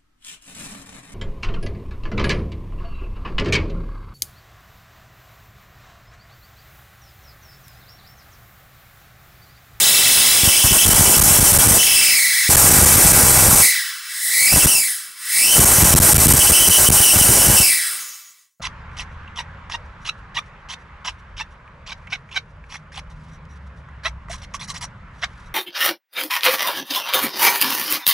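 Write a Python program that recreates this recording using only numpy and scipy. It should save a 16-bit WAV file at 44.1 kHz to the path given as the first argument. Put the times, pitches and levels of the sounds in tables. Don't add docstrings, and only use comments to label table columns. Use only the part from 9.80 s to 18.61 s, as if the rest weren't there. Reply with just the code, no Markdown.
import sys
import numpy as np
from scipy import signal
from scipy.fft import rfft, irfft, next_fast_len
from scipy.io import wavfile
from scipy.ndimage import uniform_filter1d, map_coordinates

SR = 44100
rng = np.random.default_rng(int(sys.argv[2]) if len(sys.argv) > 2 else 0)


def bounce(signal):
    frames = np.transpose(np.atleast_2d(signal))
    limited = np.clip(frames, -1, 1)
    pcm = np.round(limited * 32767).astype(np.int16)
    wavfile.write(sys.argv[1], SR, pcm)


def makeup_ratio(level_db):
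    decades = np.asarray(level_db, float) / 20
    return 10 ** decades


N = 388521

# time_s, streamer_rate_hz, timing_scatter (0-1)
GAP = [(0, 3287, 0.24), (.55, 3184, 0.27), (.7, 2940, 0.15), (1.98, 3000, 0.14), (2.25, 2706, 0.18),
       (2.42, 2145, 0.13), (2.62, 2006, 0.19), (3.8, 2334, .12), (4.2, 1425, .28), (4.64, 2220, .08),
       (4.8, 2953, 0.14), (4.94, 2780, 0.06), (5.11, 1832, .2), (5.37, 1154, 0.32), (5.71, 2984, 0.07),
       (7.77, 2934, 0.08), (8.15, 1308, .3), (8.81, 1050, 0.28)]


def unit(x):
    return x / np.sqrt(np.mean(x ** 2) + 1e-20)


def along(points, hz):
    knots_hz, values = np.transpose(points)
    return np.interp(np.log(hz + 1), np.log(knots_hz + 1), values)


def curves(rows):
    knots_s, *columns = np.transpose(rows)
    t = np.arange(N) / SR
    return [np.interp(t, knots_s, column) for column in columns]


def wobble(rate_hz):
    return map_coordinates(rng.standard_normal(4000), [np.arange(N) * rate_hz / SR])


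def filtered(x, response):
    size = next_fast_len(N + SR // 8)
    hz = np.fft.rfftfreq(size, 1 / SR)
    return irfft(rfft(x, size) * response(hz), size)[..., :N]


def noise(spectrum, patchy_db):
    bins = signal.stft(rng.standard_normal(N), nperseg=512)[2]
    field = uniform_filter1d(rng.standard_normal(bins.shape), size=5, axis=0)
    field = uniform_filter1d(field, size=8, axis=1)
    patchy = signal.istft(bins * makeup_ratio(patchy_db * unit(field)), nperseg=512)[1][:N]
    return unit(filtered(patchy, lambda hz: makeup_ratio(along(spectrum, hz))))


def clipped(x, top, hard):
    return x / (1 + np.abs(x / top) ** hard) ** (1 / hard)


def burning():
    # start_s, length_s, strength_db
    burns = [(0.635, .06, -5), (.84, .035, -1), (0.911, .07, -3), (1.048, .31, -1.5), (1.356, .63, -1),
             (2.69, 1.13, 2.5), (4.718, .025, -2), (4.756, .035, 2.5), (4.831, .045, -0.5),
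             (5.755, .845, 1), (6.629, .035, 0.5), (6.686, .04, 3.5), (6.804, .03, -3.5),
             (6.871, .035, 0.5), (6.981, .075, 0), (7.089, .085, -1), (7.192, .025, -1), (7.332, .07, -1),
             (7.439, .325, -1.5), (7.797, .035, -3)]
    strike_s = .0124
    t = np.arange(N) / SR
    lit = []
    for start_s, length_s, _ in burns:
        inside_s = np.minimum(t - start_s, start_s + length_s - t)
        lit.append(np.clip(inside_s / strike_s + .5, 0, 1))
    lit = np.array(lit)
    return lit.max(0), np.array(burns)[lit.argmax(0), 2]


def discharge(lit, strength_db):
    # time_s, streamers_db, glow_db
    tip_field = [(0, -18, -14.5), (2.0, -17.5, -15), (2.35, -19, -16), (2.55, -23, -20), (3.82, -18.5, -6),
                 (3.96, -25, -26), (4.22, -38, -43), (4.45, -32.5, -21), (4.62, -20, -14.5),
                 (4.93, -19.5, -13), (5.1, -33, -21.5), (5.35, -48, -45), (5.55, -25, -16),
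                 (5.73, -17.5, -13), (7.8, -16.5, -10.5), (8.2, -38, -29), (8.63, -64, -57.5),
                 (8.76, -89, -76)]
    # streamer_rate_hz, sputter_over_glow_db, wander_db
    idle_gap = [(1329.6, -29.5, -92), (1750, -39, -81.5), (2050, -35.5, -57), (2508, -28, -42.5),
                (3000, -20, -30.5)]
    streamers_db, glow_db = curves(tip_field)
    rate_hz = curves(GAP)[0]
    knots_hz, sputter_db, wander_db = np.transpose(idle_gap)
    idle_sputter_db = glow_db + np.interp(rate_hz, knots_hz, sputter_db)
    idle_wander_db = np.interp(rate_hz, knots_hz, wander_db)

    def level(idle_db, arc_db, db_per_db):
        return (1 - lit) * idle_db + lit * (arc_db + db_per_db * strength_db)

    return [level(streamers_db, -29.5, -2.6), level(glow_db, -10.5, .37),
            level(idle_sputter_db, -25, .74), level(idle_wander_db, -12.5, 2)]


def corona(level_db, struck):
    # freq_hz, density_db
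    streamer = [(300, -37.5), (580, -42.5), (950, -11), (1080, -0.5), (1600, -0.5), (1950, 5.5),
                (3000, -1.5), (4300, 0.5), (4900, 4.5), (5700, 3), (6600, -5.5), (10500, -5), (11800, -28),
                (16000, 1)]
    rate_hz, scatter = curves(GAP)
    fluttering_hz = rate_hz * (1 + .62 * scatter * wobble(480))
    turns = np.cumsum(fluttering_hz) / SR
    chance = rng.standard_normal((30000, 2))
    nominal = np.interp(np.arange(len(chance)), turns, np.arange(N))
    uneven = scatter[nominal.astype(int)]
    steps = np.clip(1 + (.25 + 1.3 * uneven) * uneven * chance[:, 0], .2, None)
    at = np.interp(np.cumsum(steps), turns, np.arange(N), right=N + 20)
    taps = np.floor(at)[:, None] + np.arange(-7, 9)
    offset = taps - at[:, None]
    impulses = np.sinc(offset) * np.cos(np.pi * offset / 16) ** 2 * makeup_ratio(1.2 * chance[:, 1:])
    train = np.bincount(taps.astype(int).ravel() + 8, impulses.ravel())[8:N + 8]
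    sparks = filtered(train / np.sqrt(rate_hz), lambda hz: makeup_ratio(along(streamer, hz)) * 1j)
    quench_db = struck * 5 * np.tanh(1.6 * wobble(36))
    return -makeup_ratio(level_db + 7.5 + .39 * wobble(28) + quench_db) * unit(sparks)


def tip_glow():
    # freq_hz, density_db
    near_glow = [(3000, -43.5), (4500, -4.5), (6000, -7), (6800, -9.5), (8500, 5), (10900, 1.5),
                 (11800, -3), (14000, -10), (15700, -5)]
    # freq_hz, density_db
    last_glow = [(1760, -46), (3000, -16), (4480, -16), (6960, 0.07), (7670, -11), (8620, -10), (9630, -17),
                 (14500, -10), (15600, -13)]
    # time_s, share (0-1)
    takeover = [
        (0, 0.15),
        (8.15, 0),
        (8.32, 0.88),
        (8.81, 0.76),
    ]
    away = np.clip(curves(takeover)[0], 0, 1)
    near = unit(shadowed(noise(near_glow, patchy_db=1.8)))
    return np.sqrt(1 - away) * near + np.sqrt(away) * noise(last_glow, patchy_db=4.0)


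def arc(hiss_db, sputter_db, wander_db, struck):
    # freq_hz, density_db
    channel_hiss = [(2060, -58), (3500, -23), (5050, -11), (5650, -6), (6810, -7), (7480, -3.5),
                    (8800, -0.5), (11400, -5.5), (13300, -5), (15500, -13.5)]
    # freq_hz, density_db
    lumps = [(100, -5), (300, 0), (700, 2.5), (1500, 0), (2500, -4.5), (4500, -11.5), (8000, -45.5)]
    # freq_hz, density_db
    pressure_drift = [(10, -15.5), (30, 16), (60, -13), (120, -22.5), (250, -18.5), (500, -25.5),
                      (1000, -48.5)]
    flicker = wobble(45)
    colour = np.sqrt(struck) * noise(channel_hiss, patchy_db=1.3) + np.sqrt(1 - struck) * tip_glow()
    hiss = makeup_ratio(hiss_db + 1.0 + .33 * wobble(14) + .51 * flicker) * colour
    lumpy = makeup_ratio(.41 * flicker + 1.07 * wobble(150)) * noise(lumps, patchy_db=-1.0)
    sputter = makeup_ratio(sputter_db + 4.5) * unit(lumpy)
    jumps = (rng.random(N) < 70 / SR) * rng.standard_normal(N)
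    t = np.arange(1024) / SR
    pop = (1 - np.exp(-(t / .0011) ** 2)) * np.exp(-t / .004)
    pops = signal.fftconvolve(jumps, pop)[:N]
    drift = unit(makeup_ratio(1.3 * flicker) * noise(pressure_drift, patchy_db=-2.5))
    wander = makeup_ratio(np.minimum(wander_db, hiss_db + 6) + 1.5) * (1.4 * drift + .4 * unit(pops))
    return hiss + sputter, clipped(wander, top=.33, hard=2.2)


def chance_surges(lit, count=40):
    least_push, push_spread = .56, .09
    when, side, more = rng.random((count, 3)).T
    burnt = np.cumsum(lit ** 2 + 1e-9)
    start_s = np.interp((np.arange(count) + when) / count, burnt / burnt[-1], np.arange(N) / SR)
    push = np.sign(side - .5) * (least_push - push_spread * np.log(1 - .9 * more))
    return zip(start_s, push)


def surges(lit):
    # start_s, push (microphone rails)
    single_surges = [(.634, .84), (.675, -.99), (.843, .75), (1.091, -1.04), (1.135, -.85), (1.427, -1.11),
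                     (1.597, .92), (1.628, -1.09), (1.722, -.94), (1.777, 1.42), (1.874, 1.12),
                     (1.911, -.94), (2.692, 1.11), (2.758, -1.71), (2.987, 1.1), (3.05, 1.42),
                     (3.321, -1.08), (3.435, -.99), (3.685, -.99), (4.858, -1.63), (5.846, -1.14),
                     (5.985, -.92), (6.494, 1.27), (6.584, -.81), (6.711, .88), (6.888, -.99), (7.36, .82),
                     (7.413, 1.02), (7.49, .92), (7.802, -.92)]
    # start_s, push (rails), delay_ms, second_push (rails)
    double_surges = [(.909, .56, 12, -.95), (1.054, .88, 17, -.86), (1.195, .99, 15, -.98),
                     (1.386, 1.04, 16, 1.42), (2.909, .95, 18, -1.23), (3.023, .82, 8, -.92),
                     (3.249, .88, 9, -1.05), (4.761, -.63, 12, .81), (5.783, -1, 11, 1.26),
                     (6.027, 1.26, 8, -1.16), (6.14, 2.29, 10, -2.31), (6.189, 1.5, 12, -1.34),
                     (6.334, 2.28, 11, -.78), (6.37, 2.07, 11, -.87), (6.459, 1.5, 12, -2.25),
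                     (6.526, 1.13, 14, 1.24), (7.088, 1.75, 16, -2.3), (7.687, .99, 12, -1.02)]
    rise_s, fall_s, longest_hold_s, hold_push = .001, .0022, .009, .72
    pushes = [*single_surges, *chance_surges(lit)]
    for start_s, first, delay_ms, second in double_surges:
        second_s = start_s + delay_ms / 1000
        pushes += [(start_s, first), (second_s, second)]
        if first > 1.45:
            pushes.append((second_s + .012, -.68))
    t = np.arange(2048) / SR
    membrane = np.zeros(N + 2048)
    for start_s, size in pushes:
        hold_s = longest_hold_s * (1 - np.exp(-abs(size) / hold_push))
        held = (1 - np.exp(-(t / rise_s) ** 2)) / (1 + np.exp((t - hold_s - .0012) / fall_s))
        membrane[round(start_s * SR):][:len(t)] += .96 * size * held
    return membrane[:N]


def shadowed(x):
    # centre_hz, width_hz, depth (0-1)
    notches = [(2467, 226, 1), (4576, 350, 1), (5810, 600, 0.6), (7170, 640, 0.1), (8200, 240, 0.5),
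               (9160, 340, 0.7), (9900, 180, 0.3), (13800, 360, 0)]

    def response(hz):
        total = 1
        for centre_hz, width_hz, depth in notches:
            loss = 1j * hz * width_hz
            total = total * (1 - np.clip(depth, 0, 1) * loss / (centre_hz ** 2 - hz ** 2 + loss))
        return total

    return filtered(x, response)


def workshop(x, level_db=-9, t60_s=.16):
    t = np.arange(SR // 10) / SR
    tail = rng.standard_normal(len(t)) * makeup_ratio(-60 * t / t60_s) * (t > .001)
    scattered = signal.fftconvolve(x, tail / np.linalg.norm(tail))[:N]
    return (x + makeup_ratio(level_db) * scattered) / np.sqrt(1 + makeup_ratio(2 * level_db))


def bumps():
    # start_s, level_db
    hand_bumps = [
        (8.7983, -43),
        (8.8042, -35),
    ]
    # freq_hz, level_db, t60_s
    shell_modes = [(160, 6, 0.028), (620, 3, 0.027), (1300, -5, .04), (4160, -23, 0.027)]
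    t = np.arange(N) / SR
    ringing = np.zeros(N)
    for start_s, bump_db in hand_bumps:
        since_s = np.clip(t - start_s, 0, 1)
        for mode_hz, mode_db, t60_s in shell_modes:
            decay = makeup_ratio(bump_db + mode_db - 60 * since_s / t60_s)
            ringing += decay * np.sin(2 * np.pi * mode_hz * since_s)
    return ringing


def noise_floor():
    # freq_hz, density_db
    floor_spectrum = [(30, -16), (130, -40), (480, -51), (650, -14.5), (2040, 15), (2870, -34.5),
                      (7780, -10), (15800, -45)]
    return makeup_ratio(-97) * noise(floor_spectrum, patchy_db=-2.0)


def scene():
    lit, strength_db = burning()
    corona_db, hiss_db, sputter_db, wander_db = discharge(lit, strength_db)
    push = surges(lit)
    stir_s, stir_db = .05, 6
    stir = np.tanh(3 * uniform_filter1d(np.abs(push), size=round(stir_s * SR)))
    struck = 1 / (1 + np.exp(-(sputter_db - hiss_db + 17.5) / 1.75))
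    fizz, wander = arc(hiss_db, sputter_db, wander_db + stir_db * stir, struck)
    air = workshop(shadowed(corona(corona_db, struck)) + fizz)
    return np.tile(air + wander + push + bumps() + noise_floor(), (2, 1))


def bass_cut(hz):
    cut_hz, damping = 95, .95
    return -hz ** 2 / (cut_hz ** 2 - hz ** 2 + 1j * damping * hz * cut_hz)


def echo_and_band(hz):
    # freq_hz, level_db
    echo_strength = [(500, -61.5), (1900, -20), (2450, -6), (3550, 2.5), (3900, 14), (4300, -15),
                     (5500, -17), (16000, -38)]
    echo_s, top_hz = .003, 15740
    echo = makeup_ratio(along(echo_strength, hz))
    comb = (1 + echo * np.exp(-2j * np.pi * hz * echo_s)) / np.sqrt(1 + echo ** 2)
    return comb * makeup_ratio(-60 * np.clip((hz - top_hz) / 120, 0, 2))


def roll_off(x):
    return signal.sosfilt(signal.butter(12, 17070, fs=SR, output="sos"), x)


def record(dry):
    stage = filtered(clipped(dry[0], top=.66, hard=7.5), bass_cut)
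    converted = clipped(stage, top=.71, hard=26)
    mix = np.tile(filtered(converted, echo_and_band), (2, 1))
    return roll_off(mix)


dry = scene()
out = record(dry)
bounce(out)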